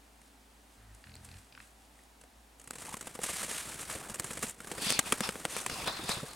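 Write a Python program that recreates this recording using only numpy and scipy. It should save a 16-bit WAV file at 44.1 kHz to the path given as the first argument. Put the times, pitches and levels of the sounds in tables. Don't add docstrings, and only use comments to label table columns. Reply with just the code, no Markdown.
import sys
import numpy as np
from scipy import signal
from scipy.fft import rfft, irfft, next_fast_len
from scipy.io import wavfile
from scipy.ndimage import uniform_filter1d, map_coordinates

SR = 44100
rng = np.random.default_rng(int(sys.argv[2]) if len(sys.argv) > 2 else 0)


def materialize(psi):
    bounded = np.clip(np.atleast_2d(psi).T, -1, 1)
    quanta = np.round(bounded * 32767).astype(np.int16)
    wavfile.write(sys.argv[1], SR, quanta)


N = 280374


def amp(db):
    return 10 ** (np.asarray(db) / 20)


def unit(x):
    return x / np.sqrt(np.mean(x ** 2) + 1e-20)


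def along(points, hz):
    point_hz, values = np.transpose(points)
    return np.interp(np.log(hz + 1), np.log(point_hz + 1), values)


def wobble(rate):
    points = rng.standard_normal(int(N * rate / SR) + 4)
    return map_coordinates(points, [np.arange(N) * rate / SR])


def swell(s, hold, attack, release):
    t = np.arange(0, N / SR, 1 / 1000)
    before = np.maximum(s - t, 0) / attack
    after = np.maximum(t - s - hold, 0) / release
    gain = np.exp(-np.log(1000) * np.minimum(before + after, 10))
    return np.interp(np.arange(N) / SR, t, gain)


def filtered(x, response):
    m = next_fast_len(N + SR // 4)
    return irfft(rfft(x, m) * response(np.fft.rfftfreq(m, 1 / SR)), m)[..., :N]


def coloured(x, spectrum):
    return unit(filtered(x, lambda hz: amp(along(spectrum, hz))))


def resonances(modes):
    def response(f):
        total = 0
        for k, (centre, width, db) in enumerate(modes):
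            ring = 1j * f * width / (centre ** 2 - f ** 2 + 1j * f * width)
            total = total + (-1) ** k * amp(db) * ring
        return total
    return response


def impulse(spectrum, size=2048):
    cepstrum = irfft(np.log(amp(along(spectrum, np.fft.rfftfreq(size, 1 / SR)))))
    cepstrum[1:size // 2] *= 2
    cepstrum[size // 2 + 1:] = 0
    return irfft(np.exp(rfft(cepstrum)))


def stereo(pair, alike):
    def mid_and_side(hz):
        angle = np.arccos(np.clip(along(alike, hz), -1, 1)) / 2
        return np.array([np.cos(angle), np.sin(angle)])
    mid, side = filtered(pair, mid_and_side)
    return np.array([mid + side, mid - side])


def surroundings(x, t60, size=8192):
    tail = rng.standard_normal((2, size)) * amp(-60 * np.arange(size) / SR / t60)
    return signal.fftconvolve(x, tail / np.linalg.norm(tail[0]), axes=1)[:, :N]


# frequency in Hz, relative strength in dB per Hz.
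AIR = [(20, -25), (45, -3), (90, -6.5), (160, -7.5), (225, -3), (268, 3), (330, -6), (580, -6.5), (770, -2),
       (1100, -8), (6000, -17), (9000, -16), (15000, -25)]
# frequency in Hz, left-right likeness (1 is identical).
AIR_ALIKE = [(60, 1), (300, 0.85), (1000, 0.25), (3000, 0.53), (8000, 0.99)]
# frequency in Hz, average level in dB.
HUM = [(55.8, -65), (215, -76.5)]


def background():
    t = np.arange(N) / SR
    air = stereo(coloured(rng.standard_normal((2, N)), AIR), AIR_ALIKE)
    air = air * amp(-61.5 + 0.22 * wobble(rate=4.45))
    hum = np.zeros(N)
    for hz, db in HUM:
        level = amp(db + 0.38 * wobble(rate=4.6))
        phase = 2 * np.pi * hz * t + 0.4 * wobble(rate=2.6)
        hum += level * np.sqrt(2) * np.sin(phase)
    return air + hum


def grains(rate, spread_db):
    size = amp(spread_db * np.clip(rng.standard_normal((2, N)), -2, 2))
    happens = rng.random((2, N)) < rate / SR
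    return unit(happens * size * rng.choice([-1, 1], (2, N)))


# frequency in Hz, relative strength in dB per Hz.
CRUST = [(150, -54), (500, -10.5), (1100, -5), (2300, -2.5), (5200, -6.5), (7000, -3.5), (8700, 0),
         (10000, -4), (12000, -10), (16000, -28)]
# frequency in Hz, left-right likeness (1 is identical).
SNOW_ALIKE = [(120, 1), (400, 0.98), (1000, 0.94), (2300, 0.93), (5000, 0.98), (10000, 1)]
# time in seconds, level in dB.
FAR_STEPS = [(.24, -66.5), (.73, -67), (.96, -69), (1.07, -67), (1.25, -59.5), (1.38, -62), (1.62, -61),
             (1.83, -72), (1.99, -68)]


def far_steps():
    load = np.zeros(N)
    for s, db in FAR_STEPS:
        load += amp(db) * swell(s, hold=0.0086, attack=0.28, release=0.52)
    crust = coloured(grains(rate=7900, spread_db=5.0) * amp(2.3 * wobble(rate=190)), CRUST)
    return stereo(load * crust, SNOW_ALIKE)


# frequency in Hz, width in Hz, level in dB.
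MOUTH_MODES = [(1570, 1060, 5), (2520, 820, 5.5), (4440, 1700, -4)]
# first pulse in seconds, last pulse in seconds,
# first strength in dB, last strength in dB, first brightness in dB, last brightness in dB.
RATTLE = [(1.04, 1.07, -35.5, -42, 0, -2), (1.094, 1.164, -42.5, -44, 5, 12),
          (1.288, 1.368, -39.5, -43, 5, 4), (1.524, 1.602, -37, -33.5, 4.5, -2.5)]
PULSE_GAP_S, PULSE_T60_S = 0.0255, 0.014


def rattle(size=1024):
    puffs = np.zeros((len(MOUTH_MODES), N))
    fade_db = -60 * np.arange(size) / SR / PULSE_T60_S
    height = np.linspace(-1, 1, len(MOUTH_MODES))[:, None]
    for first, last, first_db, last_db, first_bright, last_bright in RATTLE:
        count = round((last - first) / PULSE_GAP_S) + 1
        start, end = (first, first_db, first_bright), (last, last_db, last_bright)
        for s, db, bright_db in np.linspace(start, end, count):
            uneven_db = 0.5 * rng.standard_normal(height.shape)
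            strength_db = db + bright_db * height + uneven_db
            puffs[:, round(s * SR):][:, :size] += amp(strength_db + fade_db) * rng.standard_normal(size)
    direct = np.zeros(N)
    for puff, (centre, width, db) in zip(puffs, MOUTH_MODES):
        ring = resonances([(centre, width, 0)])
        direct += amp(db) * filtered(puff, lambda hz: ring(hz) ** 3)
    return direct + amp(-7) * surroundings(direct[None], t60=0.43)


# time in seconds, hold in seconds, starting pulse rate in Hz, fall of that rate in Hz
# per second, level in dB before the last push, mouth opening from 0 to 1, strength of the last push from 0 to 1.
GRUNTS = [(0.789, 0.16, 55.6, 20.6, -55, 0, 0), (1.077, 0.29, 42.1, 6.7, -55, 0.96, 0.74),
          (1.52, 0.103, 60.9, 55, -66.5, 1, 0.05), (2.302, .09, 59.9, 20, -66, 0, 0.02)]
PUSH_S, PUSH_HZ, PUSH_DB, PUSH_CLOSES = 0.1, 17, 7, 0.74


def grunt_controls():
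    t = np.arange(N) / SR
    total, pitch, mouth = np.zeros((3, N))
    for s, hold, hz, sag, db, opening, push in GRUNTS:
        age = np.clip(t - s, 0, hold)
        effort = push * np.clip(1 - (hold - age) / PUSH_S, 0, 1)
        gain = amp(db + PUSH_DB * effort) * swell(s, hold, attack=0.122, release=0.183)
        total += gain
        pitch += gain * (hz - sag * age + PUSH_HZ * effort ** 2)
        mouth += gain * (opening - PUSH_CLOSES * effort)
    return pitch / total, total, np.clip(mouth / total, 0, 1)


# frequency in Hz, relative strength in dB per Hz.
CHEST = [(25, -46), (45, -8.5), (58, -1.5), (85, 4.5), (125, 1.5), (170, -11.5), (212, -3), (255, -17),
         (320, -23), (700, -22), (1500, -55)]


def grunts():
    pitch_hz, gain, opening = grunt_controls()
    cycles = np.cumsum(pitch_hz * (1 + 0.021 * wobble(rate=42))) / SR
    pulses = np.diff(np.floor(cycles), prepend=0)
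    pulses = pulses * amp(1.5 * wobble(rate=81))
    bright = unit(signal.fftconvolve(pulses, impulse(CHEST))[:N])
    muffled = unit(filtered(bright, lambda hz: 1 / (1 + (hz / 78) ** 4)))
    lowest_mode = resonances(MOUTH_MODES[:1])
    air = unit(filtered(rng.standard_normal(N), lambda hz: lowest_mode(hz) ** 2))
    return (opening * bright + (1 - opening) * muffled + amp(-15.0) * air) * gain


# time in seconds, hold in seconds,
# level of the crunching crust in dB, level of the dull packing underneath in dB.
TREADS = [(2.604, 0.19, -68.5, -72), (2.809, 0.12, -50, -56.5), (3.045, 0.057, -54, -60),
          (3.236, 0.15, -38.5, -58), (3.40, 0.048, -41, -49.5), (3.497, 0.11, -40, -56),
          (3.66, .08, -45, -53), (3.794, 0.025, -45.5, -52.5), (3.892, 0.062, -44, -53),
          (3.987, 0.084, -56, -51), (4.235, 0.22, -51.5, -64), (4.427, 0.05, -47.5, -73),
          (4.831, 0.067, -36.5, -51), (5.061, 0.089, -45, -50), (5.245, 0.006, -40.5, -59),
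          (5.505, 0.016, -42, -68), (5.574, 0.02, -40, -64), (5.712, 0.19, -49.5, -44.5),
          (5.967, 0.08, -72, -48.5), (6.09, 0.032, -40.5, -66)]
# time in seconds, level of the crunch in dB.
SHUFFLE = [(2.55, -92), (2.76, -62), (3.14, -59.5), (3.7, -53), (4.48, -54), (4.55, -65), (4.72, -49.5),
           (6.35, -53)]


def snow_load():
    t = np.arange(N) / SR
    times, level_db = np.transpose(SHUFFLE)
    active = uniform_filter1d(1. * ((t >= times[0]) & (t <= times[-1])), size=200)
    shuffle = active * amp(np.interp(t, times, level_db))
    crunch_power = shuffle ** 2
    pack_power = (shuffle * amp(0.5)) ** 2
    for s, hold, crunch_db, pack_db in TREADS:
        weight = swell(s, hold, attack=0.13, release=0.27) ** 2
        crunch_power = crunch_power + weight * amp(crunch_db) ** 2
        pack_power = pack_power + weight * amp(pack_db) ** 2
    return np.sqrt(crunch_power), np.sqrt(pack_power)


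def patchy(x, depth_db, size=512):
    z = signal.stft(x, nperseg=size)[2]
    field = uniform_filter1d(rng.standard_normal(z.shape[1:]), size=4, axis=0)
    field = uniform_filter1d(field, size=3, axis=1)
    reach = 1 / (1 + (np.fft.rfftfreq(size, 1 / SR)[:, None] / 4000) ** 2)
    return unit(signal.istft(z * amp(depth_db * reach * unit(field)), nperseg=size)[1][:, :N])


# frequency in Hz, relative strength in dB per Hz.
PACKED = [(30, -10), (70, -3), (160, -1.5), (300, -3.5), (1000, -6.5), (1600, -9), (4000, -25)]
LIGHT_LOAD_DB, FULL_LOAD_DB = -49.5, -46.5


def near_treads(crunch, pack):
    clumps = wobble(rate=170)
    load_db = 20 * np.log10(crunch + 1e-9)
    clump_db = np.interp(load_db, [LIGHT_LOAD_DB, FULL_LOAD_DB], [3.0, 1.8])
    crust = coloured(grains(rate=9000, spread_db=2) * amp(clump_db * clumps), CRUST)
    packed = coloured(grains(rate=4000, spread_db=3) * amp(1.14 * clumps), PACKED)
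    return stereo(crunch * crust + pack * patchy(packed, depth_db=3.5), SNOW_ALIKE)


def crumbs(crunch, count=400):
    draws = rng.random((count, 3))
    times = SHUFFLE[0][0] + np.cumsum(-np.log(1 - draws[:, 0])) / 60
    level_db = -52.5 + 0.73 * (20 * np.log10(crunch + 1e-9) - LIGHT_LOAD_DB)
    events = []
    for s, (_, a, b) in zip(times, draws):
        if s < (N - 1) / SR and crunch[int(s * SR)] > amp(-60):
            scatter_db = 0.25 * np.log(a / (1 - a))
            length, bright_db = 0.0037, 6 * b
            events.append((s, length, level_db[int(s * SR)] + scatter_db, bright_db))
    return events


def fracture(length, spread_db, fade_db, size):
    u = np.arange(size) / (SR * length)
    sizes = rng.standard_normal(size) * amp(spread_db * np.clip(rng.standard_normal(size), -2, 2))
    return sizes * (1 - np.exp(-u / 0.077)) * amp(-fade_db * np.minimum(u, 10) ** 2)


# frequency in Hz, relative strength in dB per Hz.
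EDGE = [(2500, -55), (5200, -6.5), (7000, 3.5), (8500, 5), (10000, 2), (12000, -7), (16000, -22.5)]
BODY = [(150, -10), (600, -0.5), (1200, 3), (2700, -2), (4200, -7), (5500, -12), (9000, -48.5)]
THUD = [(40, -16), (100, -4.5), (200, 2), (330, -6.5), (500, 0.5), (800, -7), (2000, -32)]


def cracks(events, body_db, thud_db, spread_db, size=2048):
    out = np.zeros((2, N + size))
    clicks = rfft([impulse(EDGE), impulse(BODY), impulse(THUD)], 2 * size)
    for s, length, db, bright_db in events:
        part_levels_db = (bright_db, body_db, thud_db - bright_db)
        for channel in out:
            run = fracture(length, spread_db, fade_db=5.5, size=size)
            parts = irfft(rfft(run, 2 * size) * clicks)[:, :size]
            sound = sum(unit(part) * amp(db + part_db) for part, part_db in zip(parts, part_levels_db))
            channel[round(s * SR):][:size] += sound * np.sqrt(length * SR / size)
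    return stereo(out[:, :N], SNOW_ALIKE)


# time in seconds, starting level in dB, pitch in Hz.
POPS = [(1.991, -48, 1910), (2.884, -35.5, 870), (2.924, -36, 890), (2.941, -29, 1085), (3.010, -35, 1380),
        (3.288, -33, 1150), (3.513, -29.5, 1730), (3.897, -33.5, 1180), (3.9, -32, 1740),
        (4.604, -35, 1400), (4.645, -36.5, 1689), (5.757, -32.5, 999.5), (6.202, -31.5, 1316)]


def pops(cycles, size=2048):
    out, t = np.zeros(N + size), np.arange(size) / SR
    for s, db, hz in POPS:
        onset = 1 - np.exp(-t * hz / 0.65)
        fade = amp(db - 60 * t * hz / cycles)
        out[round(s * SR):][:size] += fade * np.sin(2 * np.pi * hz * t) * onset
    return out[:N]


# time in seconds, starting level in dB, pitch in Hz.
BUMPS = [(3.191, -35.5, 486), (4.202, -38, 330), (4.439, -29.5, 218), (4.868, -30.5, 190),
         (4.912, -32, 240), (4.996, -33.5, 274), (5.126, -26.5, 272), (5.356, -42, 280),
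         (5.208, -24.5, 216), (5.455, -35, 322), (5.994, -33.5, 317.4), (6.045, -33, 188),
         (6.095, -29.5, 147.5), (6.170, -30.5, 141), (6.23, -29, 149.5), (6.237, -32.5, 449)]


def bumps(t60, puff_db, size=4096):
    out, t = np.zeros(N + size), np.arange(size) / SR
    for s, db, hz in BUMPS:
        puff = unit(signal.fftconvolve(rng.standard_normal(size), impulse(THUD))[:size])
        push = np.sin(2 * np.pi * hz * t) + amp(puff_db) * puff
        onset = 1 - np.exp(-t / 0.001)
        out[round(s * SR):][:size] += amp(db - 60 * t / t60) * push * onset
    return out[:N]


# time in seconds, length in seconds, level in dB before the head is placed
# slightly left, brightness in dB.
SMACKS = [(4.9904, 0.0041, -26, 6), (5.1226, 0.0041, -25.5, 2), (5.206, 0.003, -32.5, 2.5),
          (5.29, 0.0036, -33, -3), (5.3555, 0.002, -41, -7.5), (5.452, 0.0021, -28.5, -1.5),
          (5.5654, 0.0015, -33, -2.5), (5.6623, 0.0039, -33, 2), (5.697, 0.0028, -38.5, -1.5),
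          (5.874, 0.0035, -34.5, -2), (6.0916, 0.0038, -34, 1)]


def smacks():
    delay_s, softer_db = 0.0055, -13
    partings = [(s + delay_s, length, db + softer_db, bright_db) for s, length, db, bright_db in SMACKS]
    return SMACKS + partings


def airflow(modes, drift_db=2.5, steep=0.42):
    def band(centre, width, db):
        shape = resonances([(centre, width, 0)])
        noise = rng.standard_normal((2, N))
        return filtered(noise, lambda hz: amp(db) * (np.abs(shape(hz)) + 1e-9) ** (1 + steep))
    return unit(sum(amp(drift_db * wobble(rate=22)) * band(*mode) for mode in modes))


def whistle(hz, width_hz=580):
    phase = 2 * np.pi * np.cumsum(hz) / SR
    channels = [wobble(width_hz) * np.cos(phase) + wobble(width_hz) * np.sin(phase) for _ in range(2)]
    return unit(np.array(channels))


# time in seconds, attack in seconds, hold in seconds, release in seconds,
# level of the rush of air in dB before the head is placed slightly left,
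# nostrils from 0 (flared) to 1 (pinched), whistle in Hz at full effort before it wanders.
SNIFFS = [(4.872, 0.29, 0.043, 0.32, -33.5, 0.96, 4450), (4.936, 0.13, 0.024, .2, -38, 0.71, 4342),
          (5.06, 0.095, 0.013, 0.18, -42, 0.48, 2604), (5.239, 0.16, 0.0253, .15, -39, 0.45, 5530),
          (5.548, 0.196, 0.041, 0.37, -45.5, 0.41, 5996), (5.70, 0.11, 0.13, 0.46, -44, 0.89, 2556),
          (5.877, 0.077, 0.019, 0.16, -37, 0.056, 4063), (5.928, 0.101, .025, .3, -42, 0.061, 4173),
          (5.98, 0.19, .08, .3, -45.5, 0.074, 3613), (6.108, 0.205, 0.011, 0.39, -35, 0.23, 3855),
          (6.29, 0.19, 0.024, 0.31, -50, 0.048, 4166)]
# frequency in Hz, width in Hz, level in dB.
PINCHED = [(1060, 200, -2.5), (2590, 570, 2), (3460, 370, 2), (4800, 1600, -0.5), (9250, 820, -5.5)]
FLARED = [(760, 690, 4), (1080, 710, 5), (1790, 1100, -2), (2570, 370, -3), (3500, 250, 4.5),
          (4200, 500, 1), (4730, 1100, 0)]
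# frequency in Hz, left-right likeness (1 is identical).
NOSE_ALIKE = [(700, 0.42), (1300, 0.75), (2400, 0.36), (4400, 0.63)]
WHISTLE_DB = -6.5
WHISTLE_WANDER, WHISTLE_SAG = 0.025, 0.031


def snout():
    pinched_power, flared_power, weighted_hz = np.zeros((3, N))
    for s, attack, hold, release, db, pinch, hz in SNIFFS:
        effort = swell(s, hold, attack, release)
        power = (amp(db) * effort) ** 2
        pinched_power += pinch * power
        flared_power += (1 - pinch) * power
        weighted_hz += power * hz * (1 - WHISTLE_SAG * (1 - effort))
    total = pinched_power + flared_power
    rush = np.sqrt(pinched_power) * airflow(PINCHED) + np.sqrt(flared_power) * airflow(FLARED)
    rim_hz = weighted_hz / total * (1 + WHISTLE_WANDER * wobble(rate=22))
    flow = rush + amp(WHISTLE_DB) * np.sqrt(total) * whistle(rim_hz)
    flutter = unit(amp(1.7 * wobble(rate=140)))
    return stereo(flow * flutter, NOSE_ALIKE)


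# time in seconds, length in seconds, level in dB, brightness in dB.
CRACKS = [(.216, 0.0028, -61, 3), (.947, 0.0037, -67.5, 12.5), (1.154, 0.0014, -48.5, 1.5),
          (1.246, .006, -57.5, 7.5), (2.037, .0006, -62, 7), (2.212, 0.0067, -59, 2.5),
          (2.237, 0.0039, -56, -3), (2.597, 0.0049, -57, 6), (2.614, 0.0055, -58, 4),
          (2.641, 0.004, -58, 6.5), (2.674, 0.0053, -49.5, 3), (2.704, 0.012, -55, 1),
          (2.708, 0.0018, -35, 1), (2.732, 0.009, -51, 1), (2.754, 0.0095, -48.5, 1),
          (2.783, 0.0055, -48, 1.5), (2.818, 0.006, -48, 1.5), (2.856, 0.004, -48, 1),
          (2.891, 0.0057, -50, 4), (2.94, 0.0037, -38.5, -2), (2.968, .007, -46, 2.5),
          (3.009, 0.0067, -46.5, 6), (3.026, 0.0044, -49.5, 1), (3.070, 0.0066, -42, -1),
          (3.15, 0.0093, -45, -1), (3.19, 0.0029, -44, -11), (3.233, 0.0096, -38.5, 6),
          (3.288, 0.016, -42.5, 0), (3.429, 0.012, -40, 2), (3.491, 0.0074, -43.5, 1),
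          (3.512, 0.0066, -44, -1), (3.809, 0.0055, -52.5, 13), (3.898, 0.0065, -41.5, 2),
          (3.949, 0.0053, -53.5, 5), (4.097, 0.0091, -43.5, 1), (4.142, 0.007, -43, 5),
          (4.156, 0.0035, -45, 3.5), (4.195, 0.009, -42, 3), (4.1984, 0.0006, -24, 1.5),
          (4.242, 0.0082, -41.5, 4), (4.305, 0.011, -41.5, -1), (4.331, 0.0068, -47.5, 6.5),
          (4.371, 0.0094, -41.5, 0), (4.392, 0.0013, -49, 11), (4.425, 0.016, -36, 1),
          (4.481, 0.014, -52.5, 9.5), (4.497, 0.0006, -47, 17.5), (4.506, 0.0068, -53, 9.5),
          (4.603, 0.0048, -46, -1), (4.6435, 0.0046, -49.5, -4), (4.671, 0.0082, -45, -1),
          (4.714, 0.0066, -38.5, -2), (4.778, 0.01, -42.5, -2.5), (4.9046, 0.00052, -20, 3.5),
          (4.9238, 0.00077, -26.5, 4), (5.612, 0.0032, -52, 12)]


def scene():
    crunch, pack = snow_load()
    crust = cracks(CRACKS + crumbs(crunch), body_db=-0.2, thud_db=-2.5, spread_db=4.0) + pops(cycles=25)
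    head = cracks(smacks(), body_db=4, thud_db=-3, spread_db=10.0) + snout()
    head = head * amp(np.array([[0.69], [-0.69]]))
    near = crust + head + amp(-25) * surroundings(crust + head, t60=0.082)
    near = near + bumps(t60=0.041, puff_db=-8.5) + near_treads(crunch, pack)
    return background() + far_steps() + rattle() + grunts() + near


def record(dry):
    return filtered(dry, lambda hz: hz < 16100)


dry = scene()
out = record(dry)
materialize(out)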